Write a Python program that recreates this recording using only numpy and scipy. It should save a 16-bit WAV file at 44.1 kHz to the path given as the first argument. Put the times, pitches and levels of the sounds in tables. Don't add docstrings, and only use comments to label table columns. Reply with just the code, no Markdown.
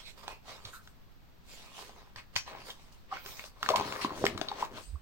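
import sys
import numpy as np
from scipy import signal
from scipy.fft import rfft, irfft, next_fast_len
from scipy.io import wavfile
from scipy.ndimage import uniform_filter1d

SR = 44100
rng = np.random.default_rng(int(sys.argv[2]) if len(sys.argv) > 2 else 0)


def store_wav(level_fs):
    pcm = np.round(np.clip(np.atleast_2d(level_fs), -1, 1) * 32767)
    wavfile.write(sys.argv[1], SR, pcm.T.astype(np.int16))


N = 221111
TIME = np.arange(N) / SR

# frequency in Hz, width in Hz, relative level in dB.
CARD_MODES = [(310, 22, -51), (402.7, 17, 18.5), (521, 81, 3.5), (652, 150, 6), (894, 7.7, 19),
              (1055, 29, 7.5), (1145, 120, 0.5), (1260, 49, -7), (1667, 450, -1), (2010, 63, -19)]
# frequency in Hz, relative level in dB.
CRACK_COLOUR = [(400, -5.5), (1200, 12), (2200, 6.5), (3200, 10), (6000, 2.5), (9000, -11.5), (12000, -9),
                (16000, -37)]


def gesture(turn_pan_db=3.5, turn_edge_s=0.042, flex_below_db=-10, fade_power=1.2):
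    # time in seconds, rub of the card,
    # surface hiss and low flexing in dB before the layer gains, brightness in dB per octave.
    turn_rows = [(3.622, -53.5, -60, -80, 2), (3.638, -43, -52, -52, 0), (3.68, -44, -54, -54.5, 1),
                 (3.71, -36, -49.5, -46, 3), (3.8, -37, -55, -39.5, -5), (3.87, -39.5, -44.5, -45, 0.5),
                 (3.96, -36, -54, -45, 3.5), (4.0, -41.5, -53, -60, 6.5), (4.05, -41.5, -42.5, -37, -3),
                 (4.09, -42, -61.5, -45.5, 0), (4.18, -45.5, -51, -42.5, 4.5),
                 (4.25, -45.5, -47.5, -34.5, -1), (4.3, -50, -51, -36.5, -2), (4.36, -52.5, -62, -40, 0),
                 (4.411, -46, -58, -44.5, 0), (4.54, -46.5, -59.5, -57.5, -0.5),
                 (4.622, -35, -47.5, -49.5, 0), (4.7, -56, -81, -50.5, 12), (4.75, -51.5, -58, -43, 1)]
    # crest, rise and fade in seconds, rub
    # and surface hiss in dB before the layer gains, brightness in dB per octave, left minus right in dB.
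    stroke_rows = [(.005, .01, 0.031, -56.5, -53, -1, -1), (.09, .04, 0.034, -60.5, -54.5, 0.5, -7),
                   (.19, 0.021, 0.034, -51, -56.5, 1.5, -4.5), (.24, 0.014, 0.02, -45.5, -56, 1.5, -3),
                   (.31, 0.037, 0.036, -48.5, -53, -0.5, -2.5), (0.507, 0.045, 0.064, -46, -51, -1, -2),
                   (0.686, 0.056, 0.037, -51, -55.5, 2.5, -1), (.75, 0.027, 0.026, -68, -55, 6.5, -1.5),
                   (.85, 0.055, .07, -69, -69.5, 8.5, 1), (1.524, 0.054, 0.2, -59.5, -53.5, 2.5, 0),
                   (1.64, 0.066, 0.14, -55, -66, -9, -1), (1.8, 0.057, 0.083, -49, -49.5, 1, -1),
                   (1.9, 0.023, 0.06, -55, -73, -2, 4), (1.979, 0.021, 0.093, -54, -64.5, -1, 0),
                   (2.186, 0.02, 0.025, -47.5, -52, -4.5, 0.5),
                   (2.345, .012, 0.01, -57.5, -64.5, -0.5, -13), (2.485, .022, .03, -46.5, -51, -3.5, 0),
                   (2.54, 0.046, 0.064, -43, -61.5, -8, 1.5), (2.61, 0.045, 0.036, -78, -55.5, -1.5, 0),
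                   (2.689, 0.048, 0.036, -47, -53.5, 6, 0), (2.82, 0.086, 0.16, -62, -63.5, 1, 0.5),
                   (2.926, 0.0055, 0.015, -75, -59.5, 6.5, -1), (3.147, 0.04, 0.078, -46, -53, -5, -1),
                   (3.295, 0.048, 0.079, -50, -49, 3, -1), (3.41, 0.06, 0.055, -51.5, -51.5, 1.5, 0),
                   (3.462, 0.016, 0.016, -51.5, -51, 3.5, 4), (4.02, 0.0089, 0.029, -57, -39, 0, 3),
                   (4.777, 0.024, 0.026, -43, -48.5, 1, 4), (4.84, 0.09, 0.061, -87, -58, 4.5, 7)]
    t = TIME[::64]

    times, *columns = np.transpose(turn_rows)
    rub_db, hiss_db, flex_db, bright = (np.interp(t, times, column) for column in columns)
    outside = abs(t - np.clip(t, times[0], times[-1]))
    turn_envelope = np.exp(-outside / turn_edge_s)
    moves = [(turn_envelope, rub_db, hiss_db, flex_db, bright, turn_pan_db)]

    for s, rise, fade, rub_db, hiss_db, bright, pan_db in stroke_rows:
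        onset = ((t - s) / rise) ** 2
        decay = abs((t - s) / fade) ** fade_power
        envelope = np.exp(-np.where(t < s, onset, decay))
        moves.append((envelope, rub_db, hiss_db, rub_db + flex_below_db, bright, pan_db))

    power, tilt = 0, 0
    for envelope, *levels, bright, pan_db in moves:
        part = np.array([(envelope * amp(db) * pan(pan_db)) ** 2 for db in levels])
        hiss_power = part[1].sum(0)
        power = power + part
        tilt = tilt + bright * hiss_power
    gains = [np.array([np.interp(TIME, t, port) for port in layer]) for layer in np.sqrt(power)]
    mean_bright = tilt / (power[1].sum(0) + 1e-20)
    return *gains, np.interp(TIME, t, mean_bright)


def rubbing(rub, flex, rub_db=-2.33, flex_db=-3.5, modal=0.12, apart=0.39):
    # frequency in Hz, relative level in dB.
    rub_colour = [(150, -65), (300, -12.5), (420, 2), (700, 3), (1100, 6), (1500, -1.5), (2200, -3.5),
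                  (3500, -20.5), (8000, -38)]
    flex_colour = [(30, -32), (80, -8), (160, -8.5), (290, -7), (420, -10.5), (700, -18), (2000, -97)]
    common = grains(per_s=500, spread_db=8, smooth=0.88)
    difference = grains(per_s=450, spread_db=1.5, smooth=1.0)
    slips = common + apart * np.array([[1], [-1]]) * difference
    card = colour(slips + modal * ring(slips, CARD_MODES), rub_colour)
    card = patchy(card, depth_db=2.0, size=512)
    flexing = unit(colour(grains(per_s=200, spread_db=4, smooth=.6), flex_colour))
    return card * rub * amp(rub_db) + flexing * flex * amp(flex_db)


def hissing(hiss, bright, hiss_db=1.87, pivot_hz=4500):
    # frequency in Hz, relative level in dB.
    hiss_colour = [(500, -59.5), (1300, -5.5), (2200, 4.5), (3300, 5.5), (4600, 4.5), (6500, -2.5),
                   (9000, -7.5), (11500, -10.5), (13500, -22), (16000, -38)]
    fibres = np.vstack([grains(per_s=1800, spread_db=5.5, smooth=1.0) for port in range(2)])
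    surface = patchy(colour(fibres, hiss_colour), depth_db=3.0, size=256)
    hz, t, z = signal.stft(surface, SR, nperseg=256)
    octaves = np.clip(np.log2((hz + 1) / pivot_hz), -1, 1.8)
    tilt_db = octaves[:, None] * np.interp(t, TIME, bright)
    return signal.istft(z * amp(tilt_db), SR)[1][:, :N] * hiss * amp(hiss_db)


def crackling(rub, crackle_db=-14, per_s=110, spread_db=4):
    chance, size, side = rng.random(N), rng.exponential(1, N), rng.uniform(-1 / 2, 1 / 2, N)
    snags = unit((chance < per_s / SR) * amp(spread_db * np.minimum(size, 2)))
    snags = snags * np.array([1 + side, 1 - side])
    return colour(snags, CRACK_COLOUR) * rub * amp(crackle_db)


def ticking(swing_cycles=1.4, crack_db=3, flap_db=-2, thud_db=-22, crack_s=0.0023, thud_hz=270,
            thud_s=0.0026, after_db=-14, lowest_hz=130):
    # start in seconds, swing level in dB, pitch of the card in Hz,
    # crack level in dB before its gain, left minus right in dB.
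    tick_rows = [(0.2797, -33.5, 910, -34.5, -4.5), (0.3075, -40, 990, -55, 5),
                 (0.875, -48.5, 1500, -47, 2), (1.8935, -46.5, 800, -50, 7), (2.16, -39, 1770, -43, -5),
                 (2.4777, -38.5, 920, -58, 5), (3.1695, -32.5, 1440, -46, -1),
                 (3.2612, -40, 1530, -34, 0.5), (3.3946, -29.5, 2300, -41, 3),
                 (3.4404, -47.5, 594, -40.5, 2), (3.6291, -23.5, 1330, -28.5, -2),
                 (3.662, -26, 1660, -34.5, -1), (3.689, -16.5, 1170, -20, 5.5), (3.7029, -21, 586, -26, 5),
                 (3.798, -23.5, 930, -30.5, 9), (3.8104, -23.5, 930, -33.5, -1),
                 (3.924, -32, 1310, -31.5, 4), (4.0471, -21.5, 1060, -32.5, 1), (4.106, -31, 1030, -52, 0),
                 (4.2539, -35, 1380, -26, -8), (4.2656, -16, 2010, -22, 8), (4.3768, -32, 1200, -30, 7),
                 (4.4134, -31.5, 690, -28, 10), (4.5161, -33, 1120, -43.5, 5), (4.6072, -47, 1070, -43, 10),
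                 (4.6495, -41, 1000, -38, 0)]
    # start in seconds, level in dB before the flap gain,
    # pitch in Hz, decay time in seconds.
    flap_rows = [(3.259, -43.5, 410, 0.0018), (3.804, -33, 276, 0.0026), (4.047, -23, 266, 0.00334),
                 (4.241, -4.5, 428, 0.00029), (4.4138, -28.5, 270, 0.0018)]
    swings, cracks, thuds = np.zeros((3, 2, N))
    t = np.arange(SR // 20) / SR
    crack_decay = np.exp(-t / crack_s)
    thud = np.exp(-t / thud_s) * np.sin(2 * np.pi * thud_hz * t)
    for s, peak_db, hz, snap_db, pan_db in tick_rows:
        add(swings, s, amp(peak_db) * swing(hz, swing_cycles / hz), pan_db)
        add(cracks, s, amp(snap_db + crack_db) * crack_decay * rng.standard_normal(len(t)), pan_db)
        add(thuds, s, amp(peak_db + thud_db) * thud)
    for s, peak_db, hz, length in flap_rows:
        add(swings, s, amp(peak_db + flap_db) * swing(hz, length))
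    after_ring = amp(after_db) * ring(swings, CARD_MODES)
    ticks = swings + after_ring + colour(cracks, CRACK_COLOUR) + thuds
    return signal.sosfilt(signal.butter(2, lowest_hz, "highpass", fs=SR, output="sos"), ticks)


def swing(hz, length, echo_s=0.00276, echo=0.32):
    t = np.maximum(np.arange(SR // 20) / SR - np.array([[0], [echo_s]]), 0)
    u = t / max(length, 1 / SR)
    first, returned = np.sqrt(2 * u) * np.exp(.5 - u) * np.sin(2 * np.pi * hz * t)
    return first + echo * returned


def scraping(scrape_db=-3, modal=0.57, bump_hz=105, bump_s=0.014):
    # start in seconds,
    # rasp level in dB before its gains, length in seconds, bump of the stand in dB, left minus right in dB.
    scrape_rows = [(.651, -42.5, 0.0022, -42.5, -18), (2.16, -42, 0.002, -44.5, 17),
                   (2.3547, -33, 0.0034, -53, -15), (2.361, -14.5, 0.0023, -40.5, 5.5),
                   (2.701, -34.5, 0.0035, -70, 1.5), (3.757, -19, 0.0033, -66, -9),
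                   (4.488, -40, 0.0013, -68, 11)]
    # frequency in Hz, width in Hz, relative level in dB.
    wire_modes = [(1040, 93, 19), (2000, 63, 14), (2450, 50, 13), (3650, 490, 10), (4530, 100, 33.5),
                  (5870, 230, 11), (6300, 620, 11)]
    # frequency in Hz, relative level in dB.
    rasp_colour = [(300, -7), (1000, 5), (3000, 10.5), (7000, 1), (9000, -5.5), (13000, -14), (16000, -40)]
    rasps, bumps = np.zeros((2, 2, N))
    t = np.arange(SR // 8) / SR
    bump = np.exp(-t / bump_s) * np.sin(2 * np.pi * bump_hz * t)
    for s, peak_db, length, bump_db, pan_db in scrape_rows:
        u = t / length
        stroke = u ** 2 * np.exp(1 - u ** 2)
        add(rasps, s, amp(peak_db + scrape_db) * stroke * rng.standard_normal(len(t)), pan_db)
        add(bumps, s, amp(bump_db) * bump)
    return colour(rasps + modal * ring(rasps, wire_modes), rasp_colour) / 2 + bumps


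def juddering():
    # crest in seconds, peak level in dB, mean pitch in Hz, half length in seconds.
    judder_rows = [(3.119, -34.5, 1177, .004), (3.127, -25, 1100, 0.0021), (3.130, -31.5, 768, .0053),
                   (3.704, -21.5, 703, 0.0029), (3.709, -31, 480, 0.013), (3.717, -26, 624, 0.0034),
                   (3.733, -29, 640, 0.0052), (3.7415, -17, 970, 0.0026), (3.752, -20.5, 703, 0.0016),
                   (3.761, -22, 1010, 0.0017), (4.218, -34, 600, .004), (4.227, -31, 500, .005),
                   (4.26, -30, 440, 0.0044), (4.5187, -26, 844, 0.0024), (4.6282, -17, 984, 0.0015),
                   (4.959, -45, 1132, 0.0023)]
    return swells(judder_rows, waver=.05)


def squeaking(squeak_db=-2):
    # crest in seconds, level in dB before the squeak gain, pitch in Hz, width in Hz,
    # rise in seconds, fade in seconds.
    squeak_rows = [(0.085, -47, 3950, 850, 0.046, 0.018), (.319, -48, 2530, 600, 0.043, 0.03),
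                   (.654, -34.5, 4150, 1300, 0.0039, 0.0043), (0.736, -44.5, 1425, 383, 0.005, 0.037),
                   (1.81, -54.5, 422, 149, 0.021, 0.11), (2.167, -54, 1740, 350, 0.0049, 0.045),
                   (2.365, -35, 5530, 1500, 0.0033, 0.032), (2.705, -35, 3240, 600, .004, 0.0074),
                   (3.3, -63, 13600, 2400, .1, 0.1), (3.75, -36, 980, 328, .03, 0.1),
                   (4.487, -23, 3950, 600, 0.0014, 0.002), (4.87, -58, 8250, 900, 0.065, 0.053)]
    out = np.zeros((2, N))
    t = np.arange(-SR // 5, SR // 5) / SR
    f = np.fft.rfftfreq(len(t), 1 / SR)
    for s, db, hz, width, rise, fade in squeak_rows:
        band = 1 / (1 + (2 * (f - hz) / width) ** 2)
        envelope = amp(db + squeak_db) * np.exp(-np.where(t < 0, (t / rise) ** 2, t / fade))
        whistle = unit(irfft(rfft(rng.standard_normal(len(t))) * band, len(t)))
        add(out, s + t[0], (envelope * whistle)[t + s >= 0])
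    return out


def puffing():
    # crest in seconds, peak level in dB, mean pitch in Hz, half length in seconds.
    puff_rows = [(4.28, -44, 96.7, .015), (4.355, -39, 110, 0.0068), (4.905, -40, 47.7, 0.02),
                 (4.95, -33.5, 69.4, 0.018)]
    return swells(puff_rows, waver=.15)


def ports(x):
    # frequency in Hz, left minus right in dB.
    shade = [(60, -12.5), (200, -1), (700, 0.5), (2400, -1), (4400, 0), (8000, -3.5), (15000, -12.5)]
    lag_s = .00012
    size = next_fast_len(N + SR // 10)
    hz = np.fft.rfftfreq(size, 1 / SR)
    left = amp(read(shade, hz) / 2) * np.exp(-1j * np.pi * hz * lag_s)
    return irfft(rfft(x, size) * np.array([left, 1 / left]), size)[:, :N]


def room(x, first_s=0.0025, build_s=0.00065):
    # frequency in Hz, time to fall by 60 dB in seconds.
    decay_times = [(150, 0.3), (600, 0.19), (2000, 0.18), (6000, 0.15), (15000, 0.11)]
    # frequency in Hz, gain on the normalised tail in dB.
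    wet_gain = [(100, -15), (400, -16), (1000, -9.5), (2500, -10), (6000, -8.5), (15000, 5)]
    taps = rng.choice([-1., 1.], (2, SR // 2)) * (rng.random((2, SR // 2)) < 1 / 10)
    hz, t, z = signal.stft(taps, SR, nperseg=256)
    decay = np.exp(-np.log(1000) * t / read(decay_times, hz)[:, None])
    tail = signal.istft(z * decay, SR)[1]
    tail *= np.clip((np.arange(tail.shape[1]) / SR - first_s) / build_s, 0, 1)
    tail /= np.linalg.norm(tail, axis=1, keepdims=True)
    wet = amp(read(wet_gain, np.fft.rfftfreq(2 * SR, 1 / SR)))
    tail = irfft(rfft(tail, 2 * SR) * wet)[:, :SR // 2]
    return signal.oaconvolve(x, tail, axes=1)[:, :N]


def room_tone(tone_db=-54.5, shared=0.26):
    # frequency in Hz, relative level in dB.
    quiet_colour = [(20, 5.5), (30, 1.5), (85, -5), (150, -8), (250, -12.5), (330, -17.5), (570, -20.5),
                    (1000, -20.5), (2000, -26), (4500, -29.5), (7000, -38), (10500, -44), (13200, -36.5),
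                    (16000, -49)]
    noise = rng.standard_normal((2, N)) + shared * rng.standard_normal(N)
    return amp(tone_db) * unit(colour(noise, quiet_colour))


def grains(per_s, spread_db, smooth):
    chance, size, noise = rng.random(N), rng.exponential(1, N), rng.standard_normal(N)
    sizes = amp(abs(spread_db) * np.minimum(size, np.pi))
    slips = (chance < per_s / SR) * rng.choice([-1, 1], N) * sizes
    return unit(unit(slips) + smooth * noise)[None]


def patchy(x, depth_db, size):
    z = signal.stft(x, SR, nperseg=size)[2]
    patches = rng.standard_normal(z.shape[1:])
    for axis, count in ((0, 3), (0, 2), (1, 14), (1, 6)):
        patches = uniform_filter1d(patches, count, axis)
    return unit(signal.istft(z * amp(depth_db * unit(patches)), SR)[1][:, :N])


def swells(rows, waver):
    out = np.zeros((2, N))
    t = np.arange(-SR // 6, SR // 6) / SR
    for s, peak_db, hz, half in rows:
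        drift = waver * unit(uniform_filter1d(rng.standard_normal(len(t)), size=60))
        turns = np.cumsum(hz * (1 + drift)) / SR
        envelope = np.exp(1 - np.hypot(1, t / half) ** 1.5)
        add(out, s + t[0], amp(peak_db) * envelope * np.cos(2 * np.pi * turns))
    return out


def ring(x, modes, size=4096):
    t = np.arange(size) / SR
    taps = sum(amp(db) * width * np.exp(-np.pi * width * t) * np.cos(2 * np.pi * hz * t)
               for hz, width, db in modes)
    return signal.oaconvolve(x, taps[None] / np.linalg.norm(taps), axes=1)[:, :N]


def colour(x, points, size=2048):
    log_gain = np.log(amp(read(points, abs(np.fft.fftfreq(size, 1 / SR)))))
    taps = np.fft.ifft(np.exp(np.conj(signal.hilbert(log_gain)))).real
    return signal.oaconvolve(x, taps[None] / np.linalg.norm(taps), axes=1)[:, :N]


def add(mix, s, sound, pan_db=0):
    part = mix[:, max(round(s * SR), 0):][:, :len(sound)]
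    part += pan(pan_db) * sound[:part.shape[1]]


def pan(db):
    return amp([[db / 2], [-db / 2]])


def read(points, hz):
    f, value = np.transpose(points)
    return np.interp(np.log(hz + 1), np.log(f + 1), value)


def amp(db):
    return 10 ** (np.asarray(db) / 20)


def unit(x):
    return x / np.sqrt(np.mean(x ** 2) + 1e-20)


def scene(wire_room_db=4):
    rub, hiss, flex, bright = gesture()
    place = rub / np.sqrt(np.mean(rub ** 2, axis=0) + 1e-20)
    sliding = rubbing(rub, flex) + hissing(hiss, bright) + crackling(rub) + place * squeaking()
    paper = sliding + ticking() + juddering()
    wire = scraping()
    reflections = room(paper + amp(wire_room_db) * wire)
    return ports(paper + wire + reflections + puffing()) + room_tone()


def record(dry, edge_hz=15950):
    # frequency in Hz, gain in dB.
    response = [(9400, -1), (10000, -9.5), (12400, -8), (13000, 3.5), (15000, 5.5), (16000, 15)]
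    size = next_fast_len(N + SR // 10)
    gain = amp(read(response, np.fft.rfftfreq(size, 1 / SR)))
    heard = irfft(rfft(dry, size) * gain, size)[:, :N]
    low_pass = signal.firwin(511, edge_hz, window=("kaiser", 9), fs=SR)
    return signal.oaconvolve(heard, low_pass[None], "same")


dry = scene()
out = record(dry)
store_wav(out)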